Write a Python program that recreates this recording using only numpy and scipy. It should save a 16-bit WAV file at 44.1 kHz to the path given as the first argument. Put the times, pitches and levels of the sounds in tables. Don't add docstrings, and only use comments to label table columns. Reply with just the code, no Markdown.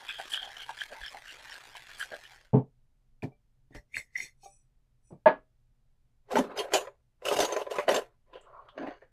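import sys
import numpy as np
from scipy import signal
from scipy.fft import rfft, irfft, next_fast_len
from scipy.io import wavfile
from scipy.ndimage import uniform_filter1d

SR = 44100
rng = np.random.default_rng(int(sys.argv[2]) if len(sys.argv) > 2 else 0)


def int16_out(signal):
    q = np.round(np.clip(np.atleast_2d(signal).T, -1, 1) * 32767)
    wavfile.write(sys.argv[1], SR, q.astype(np.int16))


N = 402191
AGE = np.arange(SR // 2) / SR
TOP_HZ = 15500

# (frequency [Hz], level [dB])
TIN = [(790, -3.5), (1620, 1), (3200, -1.5)]
MIDDLE_TIN_HZ = TIN[1][0]
# (frequency [Hz], relative level [dB per Hz])
CRACKLE = [(100, -31.5), (300, -11.5), (700, -5.5), (1200, -6), (1720, 0), (2200, -2), (3100, -7),
           (4500, -8), (6500, -14), (12000, -23), (15500, -30)]
# (frequency [Hz], width [Hz], level [dB])
CHIPS = [(850, 470, 0), (1670, 390, 4.5), (3270, 520, 0.5)]
# (time [s], crackle level [dB])
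VIGOUR = [(0, -54.5), (0.25, -54), (0.85, -56), (1.799, -53), (2.1, -57), (2.351, -59), (2.481, -71.5),
          (2.529, -81)]
# (start [s], half length [s], level [dB], resonance [Hz], middle tin resonance re that [dB])
STROKES = [(0.087, 0.014, -44.5, 3440, 4.5), (0.191, 0.0098, -39.5, 745, -1),
           (0.333, 0.01, -39, 3230, -0.5), (0.427, 0.032, -45.5, 774, -9), (0.565, 0.031, -53.5, 2960, 3.5),
           (0.69, 0.0097, -38.5, 856, -2), (0.803, 0.0091, -38, 3030, -1.5),
           (0.912, 0.013, -43.5, 590, -2.5), (1.032, 0.019, -41.5, 3330, -3),
           (1.145, 0.013, -44.5, 786, -19), (1.277, 0.019, -45, 2840, -3), (1.391, 0.024, -58, 646, -13),
           (1.517, 0.014, -49, 2970, -7), (1.753, 0.013, -48, 3060, 0), (2.006, 0.013, -38.5, 3080, 3),
           (2.119, 0.014, -40.5, 580, 1), (2.251, 0.0085, -48, 3080, -16)]
# far end [dB], near end [dB]
END_CRACKLE_DB = [-12.5, -22.5]
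# (middle [s], half length [s], level [dB], resonance [Hz])
SLIDES = [(0.026, 0.0088, -49.5, 830), (0.096, 0.012, -38.5, 2505), (0.15, 0.059, -45.5, 3240),
          (0.365, 0.03, -39.5, 3260), (0.438, 0.042, -46.5, 3200), (0.614, 0.025, -47.5, 3120),
          (0.966, 0.031, -52, 870), (1.515, 0.0083, -52, 5370)]
# (start [s], length [s], level [dB])
SPRAYS = [(.185, 0.016, -59.5), (.32, 0.015, -46.5), (.775, 0.039, -67), (2.002, 0.016, -48.5)]
# (frequency [Hz], width [Hz], level [dB])
WALL = [(4700, 500, 4), (6040, 230, -2), (7700, 600, 4.5), (9600, 370, 5), (10300, 800, 2),
        (13800, 1000, -13)]
# (time [s], peak level [dB], resonance [Hz])
CUBES = [(0.089, -30.5, 3390), (.107, -32.5, 3360), (.198, -36, 750), (.319, -31, 3080), (.336, -22, 3300),
         (0.344, -24, 2990), (0.358, -31, 3240), (0.374, -26, 3150), (0.375, -30, 1580), (0.429, -30, 3170),
         (0.568, -36.5, 3070), (0.6, -40, 3200), (.618, -35.5, 3170), (0.692, -28, 890), (.705, -32, 840),
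         (0.776, -38, 1700), (.788, -36.5, 3360), (0.809, -30.5, 3230), (.816, -25, 1690), (.925, -36, 628),
         (1.013, -37, 1720), (1.035, -33.5, 1700), (1.048, -42, 3370), (1.063, -39, 5320),
         (1.065, -38, 1710), (1.081, -36, 3080), (1.08, -42, 5250), (1.093, -44, 5200), (1.146, -36, 801),
         (1.257, -41, 1740), (1.52, -37.5, 1830), (1.555, -39, 1626), (1.752, -39.5, 980),
         (2.003, -29.5, 1680), (2.011, -27.5, 1663), (2.027, -27, 1516), (2.119, -33.5, 640),
         (2.14, -34, 612), (2.252, -43, 1780), (3.223, -38.5, 2420), (3.235, -42.5, 1800),
         (3.241, -43, 2340)]
ROLL_DB, MASS_DB = -3.5, -2.5
REBOUND_S, REBOUND_DB, REBOUND_RISE_S = .007, 4.5, .0009
CUBE_RISE_S, CUBE_BLEED_DB, CUBE_CHIP_DB = 0.0014, -19, -36

# (time [s], level [dB], click re that [dB], bar top re that [dB])
THUMPS = [(2.532, -19, -61.5, -9), (2.539, -16.5, -65, -3.5), (2.555, -22.5, -59, -17),
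          (2.57, -25.5, -55, -25), (2.582, -32, -41, -12.5), (3.228, -32, -24, -24),
          (3.235, -33, -27.5, -5), (3.705, -53.5, -27.5, -8), (3.747, -45, -9.5, -12),
          (5.105, -48.5, -40.5, -31), (5.121, -41, -41, -18)]
# (frequency [Hz], level [dB], t60 [s])
BAR = [(131, 0, .17), (160, -6, .14), (224, -4, .15), (263, -6, .14), (340, -6, .12), (428, 1.5, .11),
       (670, -13, .09), (790, -13, .09), (889, -15, .08)]
# (frequency [Hz], relative level [dB per Hz])
THUD = [(50, -37), (100, -9), (150, -1.5), (440, -13), (600, -16.5), (900, -19.5), (1300, -41), (2000, -50),
        (3200, -57), (5000, -88.5)]

# (start [s], length [s], grating level [dB], squeak level [dB], squeak pitch [Hz])
SCRAPES = [(3.758, 0.01, -62, -53, 1890), (3.967, 0.022, -47, -40.5, 2070),
           (4.181, 0.068, -49.5, -50, 2036), (4.441, 0.02, -60.5, -90, 2320)]
# (frequency [Hz], width [Hz], level [dB])
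RIM = [(2520, 110, -1), (3620, 140, 2), (4300, 130, 2), (5270, 110, 0), (5680, 200, 2), (6520, 150, 1),
       (7800, 130, -4), (9350, 300, -6), (10700, 200, -9)]
# (middle [s], half length [s], level [dB], resonance [Hz])
SLIPS = [(3.946, 0.0024, -34, 2300), (3.958, 0.002, -38, 2620), (3.969, 0.00054, -22.5, 1990),
         (3.971, 0.0018, -42, 1550), (4.07, .05, -76.5, 1950), (4.16, 0.0036, -28.5, 2010),
         (4.164, 0.0042, -32.5, 2097), (4.187, 0.0045, -38, 2100), (4.205, 0.0025, -29.5, 2110),
         (4.225, .025, -52.5, 2360)]
# (middle [s], half length [s], level [dB])
LIFTS = [(4.515, 0.055, -74), (5.084, 0.028, -81.5)]
# (frequency [Hz], level re the lift [dB])
FREE_MODES = [(2500, -10), (5350, -11), (5900, 3.5), (6900, -7), (7970, 4), (9450, 3.5)]
SQUEAK_HALF_S, SQUEAK_SHARE, SQUEAK_LAG = 0.016, 0.35, 0.62

# (time [s], level [dB], ring re that [dB])
CLACKS = [(5.258, -12, 0), (5.2695, -8, -23.5)]
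# (frequency [Hz], level [dB], t60 [s])
EMPTY = [(190, -19, .19), (277, -18, .19), (380, -19, .16), (549, -19, .15), (620, 5, .072), (648, 5, .072),
         (632, -25, .29), (895, -2.5, .115), (1104, -21, .17), (1154, -20, .15), (1620, -23, .16),
         (1684, -12.5, .17), (2058, -29, .15)]
# (frequency [Hz], relative level [dB per Hz])
CLACK = [(70, -32), (170, -11), (450, -2), (750, -5.5), (1600, -11.5), (2000, -17), (3000, -27),
         (4200, -37), (5500, -53.5), (12000, -82.5)]
# (time [s], level [dB])
FAINT_KNOCKS = [(3.318, -63), (3.75, -57), (4.432, -54.5), (4.456, -48.5), (5.127, -56.5)]
# (frequency [Hz], level [dB], t60 [s])
FAINT_KNOCK_MODES = [(380, -5, 0.1), (440, -3, .12), (590, -7, 0.15), (733, 1, 0.07), (790, -2, .13),
                     (1160, -12, 0.086), (2340, -19, 0.13)]

# (time [s], level [dB], steel click re that before a common trim [dB], wood resonance [Hz])
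KNOCKS = [(6.356, -11, -22, 608), (6.368, -14.5, -18, 892), (6.385, -16.5, -14.5, 270),
          (6.574, -29, -8.5, 645), (6.589, -33, 0.5, 996), (6.721, -24, -24.5, 664),
          (6.736, -10.5, -8.5, 610), (6.75, -17, -10, 390), (6.872, -29, -31, 560),
          (7.221, -40.5, -41, 487), (7.252, -26.5, -3, 637), (7.264, -22, -29, 593), (7.284, -17, -9, 570),
          (7.313, -14.5, -23, 576), (7.325, -15.5, -28, 415), (7.365, -17.5, -10.5, 443),
          (7.389, -10, -15.5, 612), (7.402, -14, -5.5, 713), (7.426, -16.5, -11, 431),
          (7.447, -16.5, -11, 415), (7.523, -23.5, -10.5, 570), (7.564, -18, -17.5, 636),
          (7.614, -23.5, -19, 596), (7.667, -27.5, -41, 587), (7.712, -26.5, -12, 674),
          (7.755, -25.5, -14, 1236), (7.785, -14, -27, 590), (7.881, -10.5, -29, 650),
          (7.889, -8, -17, 541), (7.911, -17.5, -13, 560), (7.943, -16, -10.5, 512), (7.961, -16, -10, 429),
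          (8.333, -38, -33, 1026), (8.355, -33, -37, 518), (8.778, -26, -46, 633), (8.873, -30, -50, 576)]
# (frequency [Hz], relative level [dB per Hz])
WOOD = [(150, -47), (290, -6), (410, 10), (610, 11), (780, 1.5), (1050, -7.5), (1600, -6.5), (2200, -11),
        (3000, -18.5), (4500, -24), (8000, -66.5)]
# (frequency [Hz], width [Hz], level [dB])
BOX = [(425, 56, 1.5), (585, 40, 7), (701, 35, -6), (882, 40, -6), (1005, 45, -2)]
# (frequency [Hz], relative level [dB per Hz])
CLICK = [(1200, -8.5), (3000, 5), (4500, 2.5), (6500, 0), (9000, -3.5), (13500, -9), (16000, -23.5)]
# (frequency [Hz], width [Hz], level [dB])
STEEL = [(2876, 630, 7.5), (3170, 180, 3), (3665, 200, 3.5), (4670, 210, -4.5), (6140, 190, 3),
         (6700, 310, 1.5), (7350, 150, -3.5), (9650, 114, -9), (10170, 190, -8.5)]
# (start [s], length [s], rolling level [dB], jingle level [dB])
JOSTLES = [(6.32, 0.088, -35, -47.5), (6.435, 0.42, -46, -78), (6.581, 0.021, -32.5, -43.5),
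           (6.738, 0.03, -29.5, -35.5), (7.26, 0.19, -36, -41), (7.459, 0.16, -39, -53.5),
           (7.711, 0.098, -39, -52), (7.89, 0.083, -30, -42.5), (8.285, 0.41, -66, -95.5),
           (8.328, 0.037, -55.5, -87), (8.78, 0.13, -45, -88)]
# (middle [s], half length [s], level [dB], resonance [Hz])
BOX_RUMBLES = [(6.385, 0.023, -30.5, 242), (6.46, 0.045, -47.5, 245), (7.41, 0.038, -39.5, 286),
               (7.935, 0.041, -43.5, 249), (8.82, 0.024, -38.5, 270), (8.885, 0.01, -39, 277)]
# (start [s], length [s], whirr level [dB], rasp level [dB])
GLIDES = [(6.453, 0.1, -54.5, -76), (8.478, 0.057, -59, -85), (8.545, 0.061, -52.5, -84),
          (8.639, 0.055, -58, -80.5), (8.785, 0.033, -56.5, -53), (8.865, 0.06, -66, -59.5),
          (8.966, 0.056, -78.5, -72)]
# (frequency [Hz], relative level [dB per Hz])
WHIRR = [(300, -33), (600, 18.5), (800, 5), (1050, 17.5), (1400, 12), (1800, -29), (3000, -38.5),
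         (5000, -63.5)]
# (frequency [Hz], width [Hz], level [dB])
RAILS = [(1620, 340, 10), (2220, 250, 4), (2900, 150, 5), (3280, 150, -4), (4460, 450, -3),
         (6300, 600, -13)]
# (time [s], level before a common trim [dB], pitch [Hz], t60 [s])
CLINKS = [(6.574, -31, 5030, .1), (6.588, -25, 3214, .1), (6.59, -30, 4404, .1), (6.737, -20, 6944, .18),
          (6.737, -25, 6370, .09), (6.74, -35, 9440, .15), (6.588, -36, 9950, .12), (7.284, -27, 2980, .06),
          (7.404, -26, 6300, .07), (7.448, -28, 6632, .17), (7.523, -27, 6290, .05),
          (7.902, -27, 5631, .05), (7.944, -29, 7558, .11), (7.952, -29, 6352, .08)]
# (time [s], level [dB], resonance [Hz], t60 [s])
CHATTERS = [(7.786, -33, 1250, .12), (7.786, -38, 2150, .17), (8.335, -57, 2950, .33),
            (8.41, -68, 7600, .14), (8.686, -49, 1100, .05), (8.686, -58, 3200, .15),
            (8.868, -46, 1900, .13), (9.017, -59, 1700, .2), (9.019, -51, 520, .14)]
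SPOT_DB, SPOT_T60_S = -13, 0.072
STEEL_VARY_DB, STEEL_DETUNE = 5, .025
SMALL_KNOCKS_PER_S, SMALL_KNOCK_DB = 12, -6

# (frequency [Hz], relative level [dB per Hz])
FLOOR = [(8.8, -33.5), (15, 6.5), (44, -4), (93, -16.5), (127, -4.5), (156, -22), (255, -23), (294, -30),
         (742, -35), (810, -35.5), (963, -38), (10300, -49.5), (15000, -54)]
# (middle [s], half length [s], level [dB], resonance [Hz])
TUGS = [(1.025, 0.011, -48.5, 38.7), (3.775, 0.013, -46, 44.8)]
# (frequency [Hz], t60 [s])
ROOM = [(120, 0.042), (500, 0.16), (1500, 0.1), (4000, 0.077), (12000, 0.18)]


def tumbling_ice():
    chips = np.zeros(N)
    for hz, width, db in CHIPS:
        contacts = grains(rate=190, spread_db=4)
        chips += amp(db) * unit(resonate(contacts, [(hz, width, 0)], order=2))
    ticks = unit(colour(grains(rate=380, spread_db=5), CRACKLE))
    slosh = unit(colour(grains(rate=9800, spread_db=4.5), CRACKLE))
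    bed = glinting(amp(-4.5) * unit(chips) + amp(-.5) * ticks + amp(-6.5) * slosh, depth_db=4)

    rolls, landings, hits = [], [], np.zeros(N)
    for s, half, db, hz, middle_db in STROKES:
        end = int(hz < MIDDLE_TIN_HZ)
        roll_db = db + ROLL_DB
        landings.append((s, 2 * half, db + END_CRACKLE_DB[end]))
        rolls.append((s + half, half, roll_db, hz))
        rolls.append((s + half, half, roll_db + middle_db, MIDDLE_TIN_HZ))
        hits += rebounds(s + half, half, roll_db, hz, middle_db)
    for s, half, db, hz in SLIDES:
        hits += rebounds(s, half, db, hz, middle_db=-6)

    vigour = amp(np.interp(np.arange(N) / SR, *np.transpose(VIGOUR), right=-200))
    landing_gain = pushes(landings, rise_db_per_s=903, fall_db_per_s=503)
    crunch = landing_gain * colour(bed, [(900, -16), (1800, 4), (7000, 1)])
    spray_gain = pushes(SPRAYS, rise_db_per_s=596, fall_db_per_s=603)
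    spray = spray_gain * unit(resonate(grains(rate=750, spread_db=-2.0), WALL))
    mass = amp(MASS_DB) * swells(rolls + SLIDES, width_hz=110, widening=0.042)
    return (vigour * bed + crunch + mass + spray) * lumpy(rate=130, depth_db=2) + hits


def rebounds(s, half, db, hz, middle_db):
    out = np.zeros(N)
    count = int(4 * half / REBOUND_S) + 1
    chances = np.clip(rng.standard_normal((count, 4)), -1.5, 1.5)
    for k, (shift, size, tune, tune_middle) in enumerate(chances):
        t = (k - (count - 1) / 2 + shift / 4) * REBOUND_S
        hit = ping(hz * (1 + .04 * tune), REBOUND_RISE_S)
        hit += amp(middle_db) * ping(MIDDLE_TIN_HZ * (1 + .05 * tune_middle), REBOUND_RISE_S)
        swell = np.exp(-.5 * (t / half) ** 2)
        add(out, s + t, amp(db + REBOUND_DB + 2 * size) * swell * hit)
    return out


def cubes():
    out = np.zeros(N)
    for s, db, hz in CUBES:
        add(out, s, amp(db) * ping(hz, CUBE_RISE_S))
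        for mode_hz, mode_db in TIN:
            detuned_hz = mode_hz * np.exp(0.11 * rng.standard_normal())
            add(out, s, amp(db + CUBE_BLEED_DB + mode_db) * ping(detuned_hz, CUBE_RISE_S))
        contact = burst(t60=0.01, snap=2.5, rise=0.00046)[:SR // 20]
        add(out, s, amp(db + CUBE_CHIP_DB) * onset_unit(resonate(contact, WALL)))
    return out


def thumps():
    out = np.zeros(N)
    for s, db, click_db, bar_db in THUMPS:
        body = amp(bar_db) * ring(BAR, attack=0.0055, vary_db=4.5)
        thud = amp(-5.0) * onset_unit(colour(burst(t60=0.13, snap=2.1, rise=0.00096), THUD))
        click = onset_unit(colour(burst(t60=0.11, snap=0.44, rise=0.00098), CRACKLE))
        add(out, s, amp(db) * (body + thud + amp(click_db) * click))
    return out


def prying():
    grit_colour = [(100, 8.0), (400, 5.5), (1300, -6.0), (3000, 0.0), (6000, 4), (13000, -6.5), (16000, -12.0)]
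    grit = unit(colour(grains(rate=3400, spread_db=-5), grit_colour))
    contacts = grains(rate=4200, spread_db=8.0)
    grating, squeak_rows = np.zeros(N), []
    for s, length, db, squeak_db, squeak_hz in SCRAPES:
        rim = [(hz * np.exp(.004 * rng.standard_normal()), width, level + rng.standard_normal())
               for hz, width, level in RIM]
        rub = unit(resonate(contacts, rim, order=2)) + amp(-3.5) * grit
        grating += pushes([(s, length, db)], rise_db_per_s=660.5, fall_db_per_s=498.5) * rub
        squeak_half = SQUEAK_HALF_S + SQUEAK_SHARE * length
        squeak_rows.append((s + SQUEAK_LAG * length, squeak_half, squeak_db, squeak_hz))
    lift_rows = [(s, half, db + mode_db, hz) for s, half, db in LIFTS for hz, mode_db in FREE_MODES]
    singing = swells(lift_rows, width_hz=50, widening=.011)
    squeaks = swells(squeak_rows, width_hz=130, widening=0.06)
    slips = swells(SLIPS, width_hz=120, widening=0.03)
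    return glinting(grating, depth_db=5.5) + singing + squeaks + slips


def empty_tin():
    out = np.zeros(N)
    for s, db in FAINT_KNOCKS:
        add(out, s, amp(db) * ring(FAINT_KNOCK_MODES, attack=0.0021, vary_db=5.5))
    for s, db, ring_db in CLACKS:
        add(out, s, amp(db + ring_db) * ring(EMPTY, attack=.002, vary_db=.5))
        impact = onset_unit(colour(burst(t60=0.165, snap=2.5, rise=0.00083), CLACK))
        add(out, s, amp(db - 13.5) * impact)
    return out


def drawer():
    out = np.zeros(N)
    for s, db, click_db, hz in KNOCKS:
        add(out, s, amp(db) * knock(click_db, hz))
    roll_rows = [(s, length, db) for s, length, db, _ in JOSTLES]
    jingle_rows = [(s, length, db) for s, length, _, db in JOSTLES]
    rolling = pushes(roll_rows, rise_db_per_s=751.5, fall_db_per_s=294.0)
    jingle = pushes(jingle_rows, rise_db_per_s=1103.0, fall_db_per_s=364.5)
    jolts = lumpy(rate=90, depth_db=3.5)
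    out += jolts * rolling * unit(wooden(grains(rate=2300, spread_db=0.5)))
    touches = grains(rate=4500, spread_db=4)
    steel = unit(resonate(touches, STEEL, order=2))
    out += jolts * jingle * unit(unit(colour(touches, CLICK)) + amp(-6) * steel)
    out += swells(BOX_RUMBLES, width_hz=78, widening=0.086) + runners()
    for start, length, rolling_db, jingle_db in JOSTLES:
        for place, chance in rng.random((round(length * SMALL_KNOCKS_PER_S), 2)):
            small = knock(jingle_db - rolling_db, rng.uniform(350, 1300))
            add(out, start + place * length, amp(rolling_db + SMALL_KNOCK_DB) * (.5 + chance) * small)
    return out


def knock(click_db, hz):
    spot = amp(SPOT_DB) * ring([(hz, 0, SPOT_T60_S)], attack=.001, vary_db=0)
    wood = amp(-13) * onset_unit(wooden(burst(t60=0.065, snap=7.4, rise=0.0003)))
    click = onset_unit(colour(burst(t60=0.094, snap=0.69, rise=0.00062), CLICK))
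    steel = [(mode_hz * np.exp(STEEL_DETUNE * rng.standard_normal()), width,
              db + STEEL_VARY_DB * rng.standard_normal()) for mode_hz, width, db in STEEL]
    glint = onset_unit(resonate(burst(t60=0.0424, snap=2.9, rise=0.00046), steel, order=2))
    return spot + wood + amp(click_db - 8.0) * (.6 * click + .8 * glint)


def wooden(x):
    return unit(colour(x, WOOD)) + amp(-1.0) * unit(resonate(x, BOX))


def runners():
    whirr_rows = [(s, length, db) for s, length, db, _ in GLIDES]
    rasp_rows = [(s, length, db) for s, length, _, db in GLIDES]
    whirr = pushes(whirr_rows, rise_db_per_s=230, fall_db_per_s=298.5)
    rasp = pushes(rasp_rows, rise_db_per_s=897, fall_db_per_s=328)
    whirr *= unit(colour(grains(rate=4200, spread_db=3.5), WHIRR))
    rasp *= unit(resonate(grains(rate=830, spread_db=-5.5), RAILS, order=2))
    return (whirr + rasp) * lumpy(rate=70, depth_db=2.5)


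def clinks():
    out = np.zeros(N)
    for s, db, pitch_hz, t60 in CLINKS:
        add(out, s, amp(db - 12.0) * ring([(pitch_hz, 0, t60)], attack=0.00075, vary_db=1))
    return out


def chatters():
    out = np.zeros(N)
    for s, db, hz, t60 in CHATTERS:
        run = resonate(burst(t60, snap=2, rise=.0005), [(hz, 250 + .13 * hz, 0)], order=2)
        decay = amp(-60 * AGE / t60)
        add(out, s, amp(db) * run * np.linalg.norm(decay) / np.linalg.norm(run))
    return out


def background():
    rumble = amp(-67.0) * unit(colour(rng.standard_normal(N), FLOOR))
    hum = amp(-82) * np.sin(2 * np.pi * 121 * np.arange(N) / SR)
    return rumble + hum


def room(x):
    hz, t, z = signal.stft(rng.standard_normal(SR // 2), SR, nperseg=256)
    decay = amp(-60 * t / along(ROOM, hz)[:, None])
    tail = signal.istft(z * decay, SR, nperseg=256)[1]
    tail = np.pad(tail, (SR // 150, 0))
    return signal.fftconvolve(x, tail / np.linalg.norm(tail))[:N]


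def grains(rate, spread_db):
    size = amp(spread_db * np.clip(rng.standard_normal(N), -2, 2))
    return (rng.random(N) < rate / SR) * size * rng.choice([-1, 1], N)


def burst(t60, snap, rise):
    x = rng.standard_normal(len(AGE)) * amp(-60 * AGE / t60) * (1 - np.exp(-AGE / rise))
    x[0] += snap
    return x


def ring(modes, attack, vary_db):
    tone = np.zeros(len(AGE))
    for k, (hz, db, t60) in enumerate(modes):
        decay = amp(db + vary_db * rng.standard_normal() - 60 * AGE / t60)
        tone += (-1) ** k * decay * np.sin(2 * np.pi * hz * AGE)
    return onset_unit(tone * (1 - np.exp(-AGE / attack)))


def ping(hz, rise):
    t = AGE[:SR // 20]
    u = t / rise
    return u * np.exp(1 - u) * np.sin(2 * np.pi * (hz * t + rng.random()))


def swells(rows, width_hz, widening):
    out = np.zeros(N)
    t = AGE - AGE.mean()
    for s, half, db, hz in rows:
        shape = np.exp(-.5 * (t / half) ** 2)
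        band = [(hz, width_hz + widening * hz, 0)]
        run = shape * resonate(rng.standard_normal(len(t)), band, order=2)
        run *= amp(db) * np.linalg.norm(shape) / np.linalg.norm(run)
        start = s + t[0]
        add(out, start, run[max(round(-start * SR), 0):])
    return out


def pushes(rows, rise_db_per_s, fall_db_per_s):
    t = np.arange(N) / SR
    power = np.zeros(N)
    for s, length, db in rows:
        fade_db = rise_db_per_s * np.maximum(s - t, 0)
        fade_db += fall_db_per_s * np.maximum(t - s - length, 0)
        near = fade_db < 100
        power[near] += amp(db - fade_db[near]) ** 2
    return np.sqrt(power)


def lumpy(rate, depth_db):
    knots = np.clip(rng.standard_normal(N // 20), -1.8, 1.8)
    curve = np.interp(np.arange(N) * rate / SR, np.arange(len(knots)), knots)
    return unit(amp(depth_db * curve))


def glinting(x, depth_db):
    z = signal.stft(x, nperseg=512)[2]
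    field = uniform_filter1d(rng.standard_normal(z.shape), size=3, axis=0)
    field = uniform_filter1d(field, size=7, axis=1)
    gain = unit(amp(depth_db * np.clip(unit(field), -2, 2)))
    return signal.istft(z * gain, nperseg=512)[1][:N]


def resonate(x, modes, order=1):
    size = next_fast_len(len(x) + SR // 8)
    f = np.fft.rfftfreq(size, 1 / SR)
    body = 0
    for k, (hz, width, db) in enumerate(modes):
        band = 1j * f * width / (hz * hz - f * f + 1j * f * width)
        body = body + (-1) ** k * amp(db) * band ** order
    return irfft(rfft(x, size) * body, size)[:len(x)]


def colour(x, spectrum):
    size = 2 * next_fast_len(len(x) // 2 + SR // 8)
    gain = amp(along(spectrum, np.fft.rfftfreq(size, 1 / SR)))
    cepstrum = irfft(np.log(gain + 1e-6))
    cepstrum[1:size // 2] *= 2
    cepstrum[size // 2 + 1:] = 0
    return irfft(rfft(x, size) * np.exp(rfft(cepstrum)), size)[:len(x)]


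def along(points, hz):
    f, v = np.transpose(points)
    return np.interp(np.log(hz + 1), np.log(f + 1), v)


def amp(db):
    return 10 ** (np.asarray(db) / 20)


def unit(x):
    return x / np.sqrt(np.mean(x ** 2) + 1e-20)


def onset_unit(x):
    return x / np.sqrt(np.mean(x[:441] ** 2) + 1e-20)


def add(track, s, sound):
    part = track[max(round(s * SR), 0):][:len(sound)]
    part += sound[:len(part)]


def scene():
    shaking = tumbling_ice() + cubes()
    handling, tin = thumps() + prying(), empty_tin()
    tools = glinting(drawer(), depth_db=3.0) + clinks() + chatters()
    direct = shaking + handling + tin + tools
    near = background() + swells(TUGS, width_hz=26, widening=.1)
    room_send = amp(-11.0) * shaking + amp(-11) * handling + amp(-10) * tin + amp(-13.5) * tools
    mid = direct + room(room_send) + near
    side = colour(room(direct), [(200, -43.0), (700, -51.0), (3000, -49.5), (12000, -30)])
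    return np.array([mid + side, mid - side]) * amp([[-.1], [.1]])


def record(dry):
    size = next_fast_len(N + SR // 2)
    lowpass = 1 / (1 + (np.fft.rfftfreq(size, 1 / SR) / TOP_HZ) ** 120)
    return irfft(rfft(dry, size) * lowpass, size)[:, :N]


dry = scene()
out = record(dry)
int16_out(out)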